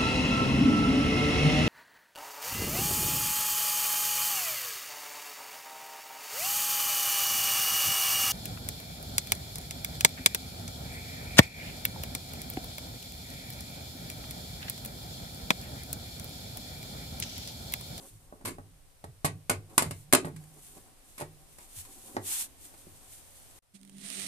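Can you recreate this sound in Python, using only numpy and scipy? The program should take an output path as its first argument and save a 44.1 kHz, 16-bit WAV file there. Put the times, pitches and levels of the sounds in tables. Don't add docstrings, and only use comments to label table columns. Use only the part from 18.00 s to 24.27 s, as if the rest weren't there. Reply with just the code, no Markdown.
import sys
import numpy as np
from scipy import signal
from scipy.fft import rfft, irfft
from scipy.io import wavfile
from scipy.ndimage import uniform_filter1d

SR = 44100
rng = np.random.default_rng(int(sys.argv[2]) if len(sys.argv) > 2 else 0)


def output_pcm(signal):
    pcm = np.clip(np.atleast_2d(signal).T, -1, 1) * 32767
    wavfile.write(sys.argv[1], SR, np.round(pcm).astype(np.int16))


N = 276507
T = np.arange(N) / SR
OPPOSITE = np.array([[1], [-1]])
WOOD_LEAD = 14


def undb(db):
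    return 10 ** (np.asarray(db) / 20)


def unit(x):
    return x / np.sqrt(np.mean(x ** 2))


def levels(points):
    return np.interp(T, *np.transpose(points), right=-120)


def fall(t, t60):
    return np.exp(-np.log(1000) * t / t60)


def bump(at, swell, fade):
    return np.exp(-((T - at) / np.where(T < at, swell, fade)) ** 2)


def colour(x, tone):
    hz, db = np.transpose(tone)
    f = np.linspace(1, SR / 2, 2049)
    gain = undb(np.interp(np.log(f), np.log(hz), db, left=db[0] - 30, right=-70))
    cepstrum = irfft(np.log(gain))
    cepstrum[1:2048] *= 2
    cepstrum[2049:] = 0
    response = irfft(np.exp(rfft(cepstrum))).reshape((1,) * (x.ndim - 1) + (-1,))
    return signal.fftconvolve(x, response, axes=-1)[..., :x.shape[-1]]


def ring(x, hz, t60):
    pole = np.exp((2j * np.pi * hz - np.log(1000) / t60) / SR)
    return signal.lfilter([1], [1, -pole], x).imag


def highpass(x, hz):
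    return signal.sosfilt(signal.butter(2, hz, "high", fs=SR, output="sos"), x)


def walk(rate):
    k = int(SR / rate)
    held = np.repeat(rng.standard_normal(N // k + 1), k)
    return 1.395 * uniform_filter1d(held, k)[:N]


def grit(spread_db, shape):
    catch = np.minimum(rng.exponential(size=shape), 5)
    return rng.standard_normal(shape) * undb(spread_db * catch)


def pair(x, lead, pan_db):
    late = np.concatenate([np.zeros(abs(lead)), x])[:len(x)]
    left, right = (x, late) if lead > 0 else (late, x)
    return np.array([left * undb(pan_db / 2), right * undb(-pan_db / 2)])


# frequency in Hz, relative level in dB per Hz.
AIR_TONE = [(12, -22.5), (20, 6), (38, -17), (104, -7.5), (196, -21.5), (281, -19.5), (314, -26.5),
            (544, -19), (1240, -26), (7040, -29.5), (8770, -24), (14400, -32)]
# time in seconds, level in dB.
AIR_LEVEL = [(0, -62.5), (5.588, -56), (5.593, -81), (5.618, -100.5), (5.625, -70.5), (6.27, -55.5)]


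def air():
    mid, side = colour(rng.standard_normal((2, N)), AIR_TONE)
    return unit(mid + 0.96 * side * OPPOSITE) * undb(np.interp(T, *np.transpose(AIR_LEVEL)))


# band centre in Hz, t60 in seconds.
ROOM_DECAY = [(250, 0.36), (700, 0.15), (2000, 0.18), (5000, 0.15), (11000, 0.014)]


def room(x):
    t, tail = T[:SR // 2], 0
    for hz, t60 in ROOM_DECAY:
        mid, side = rng.standard_normal((2, len(t)))
        both = mid + min(hz / 1100.0, 1) * side * OPPOSITE
        sos = signal.butter(2, [hz / 1.7, hz * 1.7], "band", fs=SR, output="sos")
        tail = tail + signal.sosfilt(sos, both) * fall(t, t60) * (t > .003)
    tail = tail / np.sqrt(np.sum(tail ** 2) / 2)
    return signal.fftconvolve(x[None], tail, axes=1)[:, :N]


# frequency in Hz, relative level in dB per Hz.
RUB_COLOUR = [(410, -45.5), (700, -25.5), (775, -15.5), (1220, -19.5), (1980, -15), (3670, -10.5),
              (3960, -14), (4330, -9.5), (4730, -14), (8790, -1.5), (14400, -9.5)]
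# time in seconds, level in dB before a random waver.
RUSTLE_LEVEL = [(0, -55), (.5, -74.5), (2.3, -88), (2.42, -59), (2.9, -87), (3.55, -61), (3.62, -56),
                (4.16, -51), (4.2, -74), (4.55, -67), (4.7, -58), (5.59, -58)]
# loudest moment in seconds, level in dB before the waver,
# swell in seconds, fade in seconds.
HAND_STROKES = [(.09, -57.5, 0.046, 0.013), (1.745, -60.5, 0.034, 0.067), (2.021, -56.5, 0.21, 0.031),
                (2.68, -53.5, 0.11, 0.17), (3.15, -59.5, 0.11, 0.09), (3.8, -44.5, 0.049, 0.021),
                (4.321, -32.5, 0.062, 0.072), (4.399, -35.5, 0.051, 0.047), (4.65, -51.5, 0.037, 0.036),
                (5.14, -56, 0.031, 0.058)]
# frequency in Hz, relative level in dB per Hz.
SHUFFLE_COLOUR = [(120, -14), (260, 4), (500, -7.5), (800, -2.5), (1400, -12), (3000, -38.5)]
# time in seconds, level in dB before the waver.
SHUFFLE_LEVEL = [(0, -60), (.25, -68.5), (.55, -71), (1.55, -96), (1.71, -58.5), (1.9, -77), (2.4, -64.5),
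                 (2.75, -62.5), (3, -72.5), (3.5, -70.5), (4.33, -58), (4.5, -65.5), (5.59, -71.5)]
# frequency in Hz, relative level in dB, t60 in seconds.
BOARD_MODES = [(430, -8.5, 0.09), (551, -8.5, .15), (777, -5.5, 0.16), (1130, -15.5, 0.1)]
# time in seconds, level in dB before the waver.
RUMBLE_LEVEL = [(0, -60), (1.7, -64), (2.2, -65.5), (5.59, -76)]


def hands():
    touch = undb(levels(RUSTLE_LEVEL))
    for at, db, swell, fade in HAND_STROKES:
        touch = touch + undb(db) * bump(at, swell, fade)
    hiss = unit(colour(grit(3.3, (2, N)), RUB_COLOUR)) * touch * undb(1.2 * walk(45))

    mid, side = colour(grit(3.64, (2, N)), SHUFFLE_COLOUR)
    ringing = sum(undb(db) * unit(ring(mid, hz, t60)) for hz, db, t60 in BOARD_MODES)
    shuffle = unit(unit(mid) + ringing + 0.48 * unit(side) * OPPOSITE)
    shuffle = shuffle * undb(levels(SHUFFLE_LEVEL) + 2.9 * walk(25))

    sos = signal.butter(2, [12, 42], "band", fs=SR, output="sos")
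    deep = signal.sosfilt(sos, rng.standard_normal(N))
    rumble = unit(deep) * undb(levels(RUMBLE_LEVEL) + 1.2 * walk(8.3))
    return hiss + rumble + shuffle


# start in seconds, thud level in dB, low boom level in dB,
# high boom level in dB.
BENCH_THUMPS = [(.1, -60, -45.5, -57), (0.325, -57, -57, -72), (0.443, -39.5, -40, -47.5),
                (0.584, -45, -39.5, -53), (1.038, -47, -37, -54), (1.2453, -21, -29.5, -38.5),
                (1.499, -30.5, -27, -45), (1.777, -29.5, -37, -40.5), (1.82, -34, -37, -53),
                (1.86, -34, -31, -39), (1.908, -33.5, -36, -51), (2.134, -29, -38, -42),
                (2.247, -30, -39, -36.5), (2.329, -39, -45, -38), (2.77, -53, -54.5, -67),
                (3.222, -35.5, -46, -44.5), (3.755, -60, -46.5, -64.5), (4.167, -43, -37.5, -60),
                (4.865, -47.5, -48, -61.5)]
# frequency in Hz before random detuning,
# relative level in dB, t60 in seconds.
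THUD_MODES = [(110, -1, 0.023), (162, 1, 0.078)]
# frequency in Hz, t60 in seconds, looseness as a factor.
BENCH_MODES = [(97.8, 0.41, 1.02), (152.9, 0.73, 0.81)]
BENCH_LOW_HZ = 75
BENCH_SKEW = 90


def bench():
    out = 0
    for start, thud_db, *boom_db in BENCH_THUMPS:
        t = np.maximum(T - start, 0)
        for hz, db, t60 in THUD_MODES:
            detuned = hz * (1 + 0.1 * rng.standard_normal())
            attack = 1 - np.exp(-t / 0.0012)
            out = out + undb(thud_db + db) * np.sin(2 * np.pi * detuned * t) * attack * fall(t, t60)
        for db, (hz, t60, loose) in zip(boom_db, BENCH_MODES):
            level = undb(db + 3 * loose * walk(35))
            swing = np.sin(2 * np.pi * hz * t + loose * walk(30))
            out = out + level * swing * (1 - np.exp(-t / 0.02)) * fall(t, t60)
    out = highpass(out, BENCH_LOW_HZ)
    return pair(out, WOOD_LEAD, -2.2) + .25 * OPPOSITE * np.roll(out, BENCH_SKEW)


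# multiple of the base hum at start, multiple at full speed,
# relative level in dB before a random waver.
HUM_TONES = [(.7, .8, -17.5), (1.001, 1, -4), (1.36, 1.32, -17), (1.43, 1.5, -20), (1.75, 1.8, -24),
             (2.001, 2, -24)]
# time in seconds, level in dB.
HUM_LEVEL = [(5.735, -64.5), (5.82, -57.5), (5.95, -48), (6.1, -51.5), (6.27, -43.5)]
# start in seconds, starting level in dB.
BIT_TICKS = [(5.7922, -64), (5.8136, -52), (5.832, -49), (5.8499, -48.5), (5.876, -53), (5.896, -47),
             (5.961, -58), (5.983, -46), (6.102, -33.5)]
# frequency in Hz, relative level in dB per Hz.
SCRAPE_TONE = [(240, -53.5), (400, -14.5), (686, -11), (1010, -22.5), (1130, -14.5), (1590, -13),
               (1930, -6), (2530, -7), (3790, -4.5), (4970, -8.5), (7600, -6.5), (8910, 3), (10200, -7.5),
               (14400, -21)]
# time in seconds, level in dB before waver and throb.
BITE_LEVEL = [(5.735, -75.5), (5.92, -67), (6.05, -46), (6.22, -40), (6.27, -41)]
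TRIGGER_S, SPIN_UP_S = 5.735, 0.338
HUM_HZ, HUM_GAIN_HZ_PER_S, HUM_WAVER_HZ = 197.3, 5.9, 2.04
KICK_AT_S, KICK_LEN_S, KICK_HUM_DB, KICK_SCRAPE_DB = 5.757, 0.016, -54, -57
CUT_HZ, CUT_DB, MOTOR_DB = 43.5, 1, 1.5
DRILL_LEAD = -21


def drill():
    since = T - TRIGGER_S
    base_hz = HUM_HZ + HUM_GAIN_HZ_PER_S * since + HUM_WAVER_HZ * walk(18)
    speed = np.clip(since / SPIN_UP_S, 0, 1)
    kick = bump(KICK_AT_S, KICK_LEN_S, KICK_LEN_S)

    hum = 0
    for start, full, db in HUM_TONES:
        loose = .6 if full == 1 else 1
        multiple = start + (full - start) * speed
        turn = 2 * np.pi * np.cumsum(base_hz * multiple) / SR
        hum = hum + undb(db + 4.7 * loose * walk(30)) * np.sin(turn + 0.25 * loose * walk(25))
    hum_level = undb(np.interp(T, *np.transpose(HUM_LEVEL))) + undb(KICK_HUM_DB) * kick
    hum = np.sqrt(2) * hum * hum_level

    tick = np.zeros(N)
    for at, db in BIT_TICKS:
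        tick += undb(db) * (T > at) * np.exp(-np.maximum(T - at, 0) / 0.0016)
    edge_throb = CUT_DB * np.sin(2 * np.pi * CUT_HZ * since)
    motor_throb = MOTOR_DB * np.sin(2 * np.pi * np.cumsum(base_hz) / SR)
    bite_db = np.interp(T, *np.transpose(BITE_LEVEL)) + 0.69 * walk(90) + edge_throb + motor_throb
    bite = undb(bite_db) + undb(KICK_SCRAPE_DB) * kick
    scrape = unit(colour(grit(2.8, (2, N)), SCRAPE_TONE)) * bite
    scrape = scrape + unit(colour(rng.standard_normal((2, N)), SCRAPE_TONE)) * tick
    on = np.clip(since / 0.0083, 0, 1)
    return on * (pair(hum, DRILL_LEAD, -3.5) + scrape * undb(np.array([[-5.], [5.]])))


# start in seconds, knock level in dB, hardness from 0 to 1,
# snap level in dB, slide level in dB, slide t60 in seconds.
JOINT_JERKS = [(0.325, -32.5, 0.4, -68, -76, 0.04), (.411, -42.5, 0.5, -66, -62, 0.055),
               (0.4492, -33.5, 0.15, -44, -32.5, 0.14), (.458, -31, 0.14, -44, -36, 0.11),
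               (0.475, -27.5, 0.12, -44, -36.5, 0.15), (0.4902, -33, 0.32, -50, -43, 0.057),
               (.508, -31.5, 0, -60, -57, .05), (0.584, -30.5, 0.53, -58, -59, 0.041),
               (1.041, -29.5, 0.76, -54, -40.5, 0.032), (1.2461, -12, 0.82, -51, -23, 0.078),
               (1.254, -44, 1, -36, -35, 0.056), (1.496, -16, 0.67, -21.5, -23, 0.078),
               (1.509, -19.5, 0.28, -48, -34, 0.12), (1.696, -62, 0.2, -70, -54.5, .12),
               (1.779, -13, 0.8, -6, -27.5, 0.17), (1.822, -18, 0.65, -22.5, -34.5, 0.13),
               (1.909, -29, 0.47, -37, -30, 0.043), (2.126, -20, 0.47, -9, -44, 0.079),
               (2.1338, -2.5, 0.41, -6, -14, 0.014), (2.1486, -23.5, 0.7, -9, -30, 0.065),
               (2.159, -26, 0.3, -43, -39, 0.032), (2.247, -23, 0.7, -63, -42.5, 0.13),
               (2.272, -28, 0.54, -58, -58, .1), (2.362, -59, 1, -45, -47.5, 0.064),
               (2.438, -63, 0.4, -50, -65, 0.026), (2.77, -41, 0.34, -59, -54, 0.084),
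               (3.179, -43.5, 0.1, -53, -40, 0.15), (3.198, -31, 0.66, -60, -41, 0.1),
               (3.21, -26, 0.67, -58, -38, 0.09), (3.217, -28, 0.96, -56, -53, 0.11),
               (3.2233, -28, 0.7, -60, -49, 0.033), (3.585, -42, 0.65, -44, -58, 0.43),
               (3.85, -62, 0.54, -48, -54, 0.053), (4.147, -34, 0, -70, -65, 0.054),
               (4.1669, -15.5, 0.82, -51, -47, 0.05), (4.739, -43.5, 0.64, -66, -50, 0.041),
               (4.868, -39.5, 0, -75, -69, 0.016)]
# frequency in Hz, relative level in dB, t60 in seconds.
BLOCK_MODES = [(220, -12, 0.021), (272.8, -1, 0.088), (379, -6.5, 0.1), (473, -1, 0.045),
               (532, -20.5, 0.13), (604, -11.5, 0.089), (654.5, -12, 0.21), (784, 12, 0.016),
               (893, -3, 0.04), (1142, -5.5, 0.074), (1220, -7, 0.03), (1580, 3.5, 0.021), (1917, 7, 0.019),
               (2370, -12.5, 0.026), (2940, -19.5, 0.03)]
# frequency in Hz, relative level in dB per Hz.
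CRACK_TONE = [(590, -52), (1000, 3), (1340, -8.5), (1820, -9), (2320, -6), (2930, -12.5), (3880, -12.5),
              (4680, -12), (5550, -15.5), (6570, -12), (9120, -4), (12500, -9), (13600, -22.5),
              (16400, -51.5)]
BLOCK_LOW_HZ = 187
WOOD_PAN_DB = -2.5


def jerks():
    out, t = np.zeros((2, N + SR)), T[:SR // 2]
    n = len(t)
    for start, knock_db, hard, snap_db, slide_db, t60 in JOINT_JERKS:
        push = np.hanning(int(4 + 90 * (1 - np.clip(hard, 0, 1)) ** 2) + 2)
        slide = (1 - np.exp(-t / 0.002)) * fall(t, t60) * undb(2.15 * walk(300)[:n])
        snap = (1 - np.exp(-t / 0.00051)) * np.exp(-t / 0.0033)

        force = 0.009 * slide * grit(4.5, n)
        force[0] = 1
        force = np.convolve(force, push / push.sum())[:n]
        share = undb(2 * rng.standard_normal(len(BLOCK_MODES)))
        knock = sum(g * undb(db) * ring(force, hz, d) for g, (hz, db, d) in zip(share, BLOCK_MODES))
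        knock = knock / np.abs(knock).max()
        knock[:len(push)] += hard * push

        thud = unit(np.convolve(colour(rng.standard_normal(n), SHUFFLE_COLOUR), push)[:n])
        knock = knock + 0.22 * thud * (1 - np.exp(-t / 0.00047)) * np.exp(-t / 0.012)
        knock = undb(knock_db) * highpass(knock, BLOCK_LOW_HZ)

        both, *own = colour(grit(0.35, (3, n)), CRACK_TONE)
        crack = unit(pair(both, WOOD_LEAD, 0) + 9.4 * np.array(own))
        crack = crack * (undb(slide_db) * slide + undb(snap_db) * snap)
        first = int(start * SR)
        out[:, first:first + n] += pair(knock, WOOD_LEAD, WOOD_PAN_DB) + crack
    return out[:, :N]


ROOM_DB = -9


def scene():
    wood = jerks()
    echo = undb(ROOM_DB) * room(wood[0])
    return air() + echo + hands() + bench() + drill() + wood


def record(dry):
    rounded = .95 * np.tanh(dry / .95)
    return signal.sosfilt(signal.ellip(8, .2, 70, 16000, fs=SR, output="sos"), rounded)


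dry = scene()
out = record(dry)
output_pcm(out)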